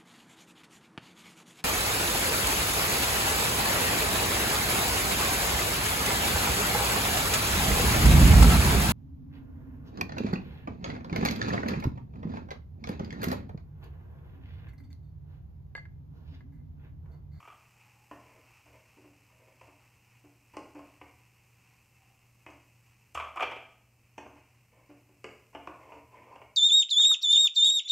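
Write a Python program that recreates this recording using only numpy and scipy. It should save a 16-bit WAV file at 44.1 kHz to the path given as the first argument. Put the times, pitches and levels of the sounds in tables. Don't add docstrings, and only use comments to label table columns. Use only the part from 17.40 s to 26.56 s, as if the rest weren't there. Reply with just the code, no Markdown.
import sys
import numpy as np
from scipy import signal
from scipy.fft import rfft, irfft, next_fast_len
from scipy.io import wavfile

SR = 44100
rng = np.random.default_rng(int(sys.argv[2]) if len(sys.argv) > 2 else 0)


def inscribe(sig):
    pcm = np.round(np.clip(np.atleast_2d(sig).T, -1, 1) * 32767)
    wavfile.write(sys.argv[1], SR, pcm.astype(np.int16))


N = 403956
TIME = np.arange(N) / SR
RING_TIME = TIME[:SR]

# (time [s], level [dB], thump, ring, tick [dB re level], rocking pitch [Hz])
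KNOCKS = [(0.712, -30.5, -17.5, -19, -38, 300), (2.211, -40.5, -19, -13, -31, 514),
          (3.168, -30.5, -9.5, -14.5, -20, 303), (3.39, -39.5, -15, -17, -28, 290),
          (3.613, -36, -16.5, -11, -45, 295), (5.063, -37.5, -12.5, -8, -32, 310),
          (5.103, -45, -17, -20, -20, 310), (6.779, -30, -13.5, -13.5, -30, 293),
          (6.86, -37.5, -13, -15.5, -38, 284), (7.842, -34, -6.5, -5.5, -17.5, 443),
          (8.149, -28.5, -16.5, -15, -35, 285), (8.273, -26, -16, -17, -37, 306),
          (8.519, -36, -21, -14.5, -43, 452), (8.959, -39.5, -20, -13, -28.5, 446),
          (9.016, -40, -16, -10.5, -35, 437)]
# (frequency [Hz], level [dB], t60 [s])
PAN_MODES = [(296.2, -5, 0.3), (368, 0.5, 0.14), (470, -8.5, 0.15), (609, 1.5, 0.14), (703, -4.5, 0.16),
             (856, 0, 0.13), (962, 8, 0.037), (1060, -2.5, 0.15), (1433, -10.5, 0.2), (1765, -23, 0.27),
             (2070, -10, 0.12), (2320, -8, 0.091), (2724, -15, 0.12), (2630, -41, 0.2), (2860, -24, 0.28)]
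# (frequency [Hz], level [dB])
PAN_WASH = [(150, -6.5), (300, -10), (600, 3.5), (1050, 4.5), (1300, -8), (1650, -11), (2100, -6),
            (2750, -7), (3100, -14.5), (3600, -25), (4800, -16.5), (8000, -22.5), (10000, -24),
            (15000, -23)]
# (low edge [Hz], high edge [Hz], level [dB])
PAN_REGISTERS = [(168, 514, -10), (573, 1990, -17.5), (1533, 3000, -8), (3920, 9200, -10.5)]


def pan_knocks():
    # (level [dB], thump [dB], ring [dB], tick [dB])
    rebound_db = [-15, -4, -5, -4]
    hits = rebounding(KNOCKS, rebound_db, delay_s=0.022)
    return blows(hits, struck_pan, rock_db=-7.5, rock_t60=0.093, rock_rise_s=0.0017)


def struck_pan():
    return touch(PAN_MODES, PAN_WASH, PAN_REGISTERS,
                 wash_db=8.5, wash_t60=0.046, uneven_db=2.5, contact_s=0.00048, crack_db=-5.5)


def pan_nudges():
    # (time [s], level [dB], thump [dB re level])
    nudges = [(1.257, -48, -19), (1.569, -54, 1.5), (1.64, -51, -2.5), (2.273, -46.5, -10.5),
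              (2.839, -52.5, -3), (3.135, -40.5, -15), (3.349, -39.5, -6), (5.078, -43.5, -10),
              (6.957, -46, -17), (7.491, -46.5, -5), (7.688, -57, -1.5), (8.128, -45, -22),
              (8.254, -47, -16)]
    ring_db, tick_db, rock_hz = -13, -25, 294.5
    pushes = [(*row, ring_db, tick_db, rock_hz) for row in nudges]
    return blows(pushes, nudged_pan, rock_db=-6.5, rock_t60=0.099, rock_rise_s=0.0075)


def nudged_pan():
    return touch(PAN_MODES, PAN_WASH, PAN_REGISTERS,
                 wash_db=1.5, wash_t60=0.16, uneven_db=0, contact_s=0.0056, crack_db=-15)


def dish_clatter():
    # (time [s], level [dB], thump, ring, tick [dB re level])
    clanks = [(0.075, -44, -5, -6.5, -46), (5.748, -23.5, -17, -13, -23.5), (5.797, -27, -14, -8.5, -31),
              (5.959, -30, -13.5, -15, -27), (6.005, -23, -8.5, -6, -29.5), (6.024, -22, -4, -3.5, -28.5),
              (6.113, -34.5, -3, -3, -26), (6.162, -42.5, 0.5, -1.5, -25)]
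    # (level [dB], thump [dB], ring [dB], tick [dB])
    rebound_db = [-7, -7, 6, -7]
    # (time [s], length [s], first level [dB], slope [dB/s])
    judders = [(0.001, 0.13, -42, 11), (5.773, 0.115, -19.5, -150), (5.97, 0.04, -20.5, -16)]
    # (thump, ring, tick [dB re level])
    glance_db = [-19, -15.5, -40]
    rock_hz, judder_gap_s = 726, 0.0245
    landings = rebounding([(*row, rock_hz) for row in clanks], rebound_db, delay_s=0.0076)
    glances = [(s + t, db + db_per_s * t, *glance_db, rock_hz)
               for s, length_s, db, db_per_s in judders for t in np.arange(0, length_s, judder_gap_s)]
    return blows([*landings, *glances], struck_dish, rock_db=-11.5, rock_t60=0.043, rock_rise_s=0.0019)


def struck_dish():
    # (frequency [Hz], level [dB], t60 [s])
    modes = [(428.5, -24, 0.23), (588.5, -5.5, 0.35), (648, -4, 0.5), (717, -13, 0.35), (831, -12.5, 0.65),
             (950, -21, .4), (1050, -10, 0.2), (1155, 15.5, 0.061), (1200, 11.5, 0.074), (1259, 6, 0.28),
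             (1273, -11, 0.46), (2350, -1, 0.18), (2320, -1, 0.13), (2342, -15, 0.14), (2750, -5.5, 0.13),
             (3150, -19, 0.083), (3560, -19, 0.15)]
    # (frequency [Hz], level [dB])
    wash = [(200, -6.5), (420, -1), (750, 6), (1250, 1.5), (1500, -10), (1900, -11.5), (2400, 0),
            (3200, -9), (3800, -21.5), (5000, -7.5), (8300, -7), (9500, -15), (15000, -16)]
    # (low edge [Hz], high edge [Hz], level [dB])
    registers = [(258, 994, -9.5), (954, 1540, -16.5), (1445, 3460, -9.5), (4100, 14300, -11)]
    return touch(modes, wash, registers,
                 wash_db=4, wash_t60=0.074, uneven_db=-0.6, contact_s=0.001, crack_db=-10)


def touch(modes, wash, registers, wash_db, wash_t60, uneven_db, contact_s, crack_db):
    weights = from_db(uneven_db * rng.standard_normal(len(modes))) * rng.choice([-1, 1], len(modes))
    tones = sum(w * from_db(db) * mode(hz, t60) for w, (hz, db, t60) in zip(weights, modes))
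    crowd = coloured(rng.standard_normal(SR), wash) * dying(wash_t60)
    body = (unit_attack(tones) + from_db(wash_db) * unit_attack(crowd)) * rising(contact_s)
    crack = band(coloured(rng.standard_normal(SR), wash), low_hz=4100, high_hz=14900) * dying(t60=0.015)
    whole = unit_attack(body) + from_db(crack_db) * unit_attack(crack)
    return np.array([from_db(db) * unit_attack(band(whole, low, high)) for low, high, db in registers])


def blows(rows, vessel, rock_db, rock_t60, rock_rise_s):
    out = np.zeros(N)
    for s, level_db, thump_db, ring_db, tick_db, rock_hz in rows:
        body = from_db([thump_db, 0, ring_db, tick_db]) @ vessel()
        rock = from_db(thump_db + rock_db) * unit_attack(mode(rock_hz, rock_t60) * rising(rock_rise_s))
        add(out, s, from_db(level_db) * (body + rock))
    return out


def rebounding(rows, change_db, delay_s):
    return np.vstack([rows, np.array(rows) + [delay_s, *change_db, 0]])


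def skimmer_tings():
    # (time [s], level [dB], most excited frequency [Hz], spread [octaves])
    hits = [(0.713, -58.5, 1820, 0.2), (3.169, -43, 1063, 0.2), (3.391, -54, 1063, 0.2),
            (5.064, -52.5, 2560, 0.2), (5.103, -61, 6500, 0.06), (5.746, -50, 7400, 0.33),
            (6.023, -29, 3760, 0.41), (6.781, -46, 3600, 0.75)]
    # (frequency [Hz], level [dB], t60 [s])
    modes = [(1062, 2.5, 0.13), (1827, -0.5, 0.34), (2550, 1, 0.18), (3430, -19, 0.11), (4430, -22.5, 0.14),
             (5660, -6.5, 0.073), (6180, -7, 0.11), (6330, -2.5, 0.13), (7260, -5.5, 0.12),
             (8200, 3, 0.033)]
    out = np.zeros(N)
    for s, level_db, centre_hz, octaves in hits:
        for hz, db, t60 in modes:
            share = np.exp(-(np.log2(hz / centre_hz) / octaves) ** 2)
            add(out, s, share * from_db(level_db + db) * mode(hz, t60))
    return out


def pan_drags():
    # (time [s], length [s], final pressure [dB])
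    drags = [(0.829, 0.16, -58), (1.27, 0.081, -59.5), (1.881, 0.22, -62.5), (7.313, 0.086, -60),
             (8.373, 0.185, -50.5), (8.705, 0.261, -51)]
    # (frequency [Hz], level [dB], t60 [s])
    grate_modes = [(297, -10, 0.12), (449.4, -10.5, 0.15), (598, -22, 0.096), (710, -9, 0.15),
                   (974, 5.5, 0.032), (1068, 2, 0.066), (1373, -14, 0.053), (2490, -13, 0.16),
                   (2630, -11, 0.067)]
    slide_modes = [(347, -4, 0.056), (484, -3.5, 0.059), (635, -4.5, 0.13), (895, -10, 0.039),
                   (1012, -12.5, 0.067)]
    # (thump [dB], clank [dB], ring [dB], tick [dB])
    grate_db = [-9, 6.5, -14, -26.5]
    slide_db = [-2.5, 5.5, -3.5, -34]
    bite_db = -49.5
    pressure = sum(stroke(*row) for row in drags)
    bite = np.clip(pressure / from_db(bite_db), 0, 1)
    grate = rubbing(pressure * bite, grate_modes, grate_db)
    slide = rubbing(pressure * np.sqrt(1 - bite ** 2), slide_modes, slide_db)
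    return grate + from_db(-6.5) * slide


def rubbing(force, modes, colour_db):
    catches = rms_one(grains(per_s=900, spread_db=2) * from_db(3.8 * drift(50)))
    registers = touch(modes, PAN_WASH, PAN_REGISTERS,
                      wash_db=-6.5, wash_t60=0.031, uneven_db=-1.5, contact_s=0.00028, crack_db=-8.5)
    ring = from_db(colour_db) @ registers
    return signal.fftconvolve(catches * force, ring / np.linalg.norm(ring))[:N]


def stroke(s, length_s, db):
    attack_s, swell_db, release_s = 0.012, 3, 0.065
    along = np.clip((TIME - s) / length_s, 0, 1)
    attack = np.clip((TIME - s) / attack_s, 0, 1)
    release = np.clip(1 - (TIME - s - length_s) / release_s, 0, 1)
    return attack * release * from_db(db + swell_db * (along - 1))


def rim_squeaks():
    # (time [s], length [s], final level [dB], pitch [Hz])
    squeaks = [(0.34, 0.34, -73.5, 845), (4.596, 0.13, -75, 772)]
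    out = np.zeros(N)
    for s, length_s, db, hz in squeaks:
        tone = signal.fftconvolve(rng.standard_normal(N), mode(hz, t60=0.087))[:N]
        out += stroke(s, length_s, db) * rms_one(tone)
    return out


def worktop_boom():
    # (time [s], level [dB])
    thuds = [(1.27, -60), (5.753, -47), (6.03, -57), (6.56, -71)]
    boom_db, at_knock_db, db_per_db = -61, -31, 0.42
    passed_down = [(s, boom_db + db_per_db * (db - at_knock_db)) for s, db, *_ in KNOCKS]
    out = np.zeros(N)
    for s, db in [*thuds, *passed_down]:
        add(out, s, from_db(db) * mode(hz=75, t60=0.68) * rising(contact_s=0.0049))
    return out


def sizzle():
    # (frequency [Hz], level [dB])
    spectrum = [(290, -43), (500, -7.5), (553, -30), (706, -24), (748, -0.5), (851, -3.5), (1030, -2),
                (1620, -9.5), (2650, 2), (3480, -20.5), (5200, -12), (8360, -12), (9790, -20.5),
                (12100, -13.5), (15500, -21)]
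    # (time [s], relative level [dB])
    froth = [
        [(0.0, -74), (1.38, -74.5), (1.67, -76), (5.7, -76)],
        [(6.5, -79.5), (7.51, -78.5), (8.07, -76), (9.16, -79.5)],
    ]
    split_hz, fade_db_per_s, surge_db = 3600, 1.32, 2
    stir_db, stir_s = 1, 0.39
    fizz = coloured(grains(per_s=6000, spread_db=2.5), spectrum)
    coarse = signal.sosfilt(signal.butter(2, split_hz, fs=SR, output="sos"), fizz)
    fine = signal.sosfilt(signal.butter(2, split_hz, "high", fs=SR, output="sos"), fizz)
    stirred = np.max([(TIME > s) * np.exp(-np.abs(TIME - s) / stir_s) for s, *_ in KNOCKS], axis=0)
    coarse_db = -65.5 - fade_db_per_s * TIME + surge_db * drift(12)
    fine_db = np.interp(TIME, *np.vstack(froth).T) + 5 + 0.44 * drift(23)
    return from_db(stir_db * stirred) * (coarse * from_db(coarse_db) - fine * from_db(fine_db))


def burner():
    # (frequency [Hz], level [dB])
    spectrum = [(20, -18), (45, -8), (72, -1), (100, 1), (150, -6), (250, -11.5), (400, -15.5),
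                (800, -21.5), (1500, -42.5)]
    return from_db(-70 + 0.22 * drift(6.2)) * coloured(rng.standard_normal(N), spectrum)


def mains_hum(hz=119.4):
    tone = np.sqrt(2) * np.sin(2 * np.pi * hz * TIME + 0.39 * drift(5))
    return from_db(-68.5 + 2 * drift(13)) * tone


def stereo_hiss():
    # (frequency [Hz], level [dB])
    spectrum = [(2500, -21), (4000, -7.5), (6000, -4.5), (15000, -3)]
    return from_db(-78) * np.array([coloured(noise, spectrum) for noise in rng.standard_normal((2, N))])


def kitchen(x, wet_db, build_s):
    # (frequency [Hz], level [dB])
    walls = [(100, 2.5), (1000, -2), (3000, 0), (6000, -2), (14000, -2.5)]
    build_up = 1 - np.exp(-(RING_TIME / build_s) ** 2)
    tail = coloured(rng.standard_normal(SR), walls) * dying(t60=0.57) * build_up
    return x + from_db(wet_db) * signal.fftconvolve(x, tail / np.linalg.norm(tail))[:N]


def mode(hz, t60):
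    return np.sin(2 * np.pi * hz * RING_TIME) * dying(t60)


def rising(contact_s):
    return 1 - np.exp(-RING_TIME / contact_s)


def dying(t60):
    return from_db(-60 * RING_TIME / t60)


def grains(per_s, spread_db):
    sizes = from_db(spread_db * np.minimum(rng.exponential(1, N), 5))
    return sizes * rng.choice([-1, 1], N) * (rng.random(N) < per_s / SR)


def drift(per_s):
    knots = np.arange(0, TIME[-1] + 1, 1 / per_s)
    return np.interp(TIME, knots, rng.standard_normal(len(knots)))


def coloured(x, spectrum):
    hz, db = np.transpose(spectrum)
    size = next_fast_len(len(x))
    bins = np.maximum(np.fft.rfftfreq(size, 1 / SR), 1)
    gain = from_db(np.interp(np.log(bins), np.log(np.sort(hz)), db))
    return rms_one(irfft(rfft(x, size) * gain, size)[:len(x)])


def band(x, low_hz, high_hz):
    return signal.sosfilt(signal.butter(4, [low_hz, high_hz], "band", fs=SR, output="sos"), x)


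def unit_attack(x):
    return x / np.sqrt(np.mean(x[:SR // 40] ** 2) + 1e-20)


def rms_one(x):
    return x / np.sqrt(np.mean(x ** 2) + 1e-20)


def from_db(db):
    return 10 ** (np.asarray(db) / 20)


def add(out, s, sound):
    at = int(np.clip(round(s * SR), 0, N - 1))
    out[at:at + len(sound)] += sound[:N - at]


def scene():
    pan = pan_knocks() + pan_nudges() + pan_drags() + rim_squeaks()
    clatter = dish_clatter() + skimmer_tings()
    near = kitchen(pan, wet_db=-2, build_s=0.005) + kitchen(clatter, wet_db=-5.5, build_s=0.013)
    return near + stereo_hiss() + worktop_boom() + sizzle() + burner() + mains_hum()


def record(dry):
    cutoff_hz = 15600
    return signal.sosfilt(signal.ellip(10, .1, 70, cutoff_hz, fs=SR, output="sos"), dry)


dry = scene()
out = record(dry)
inscribe(out)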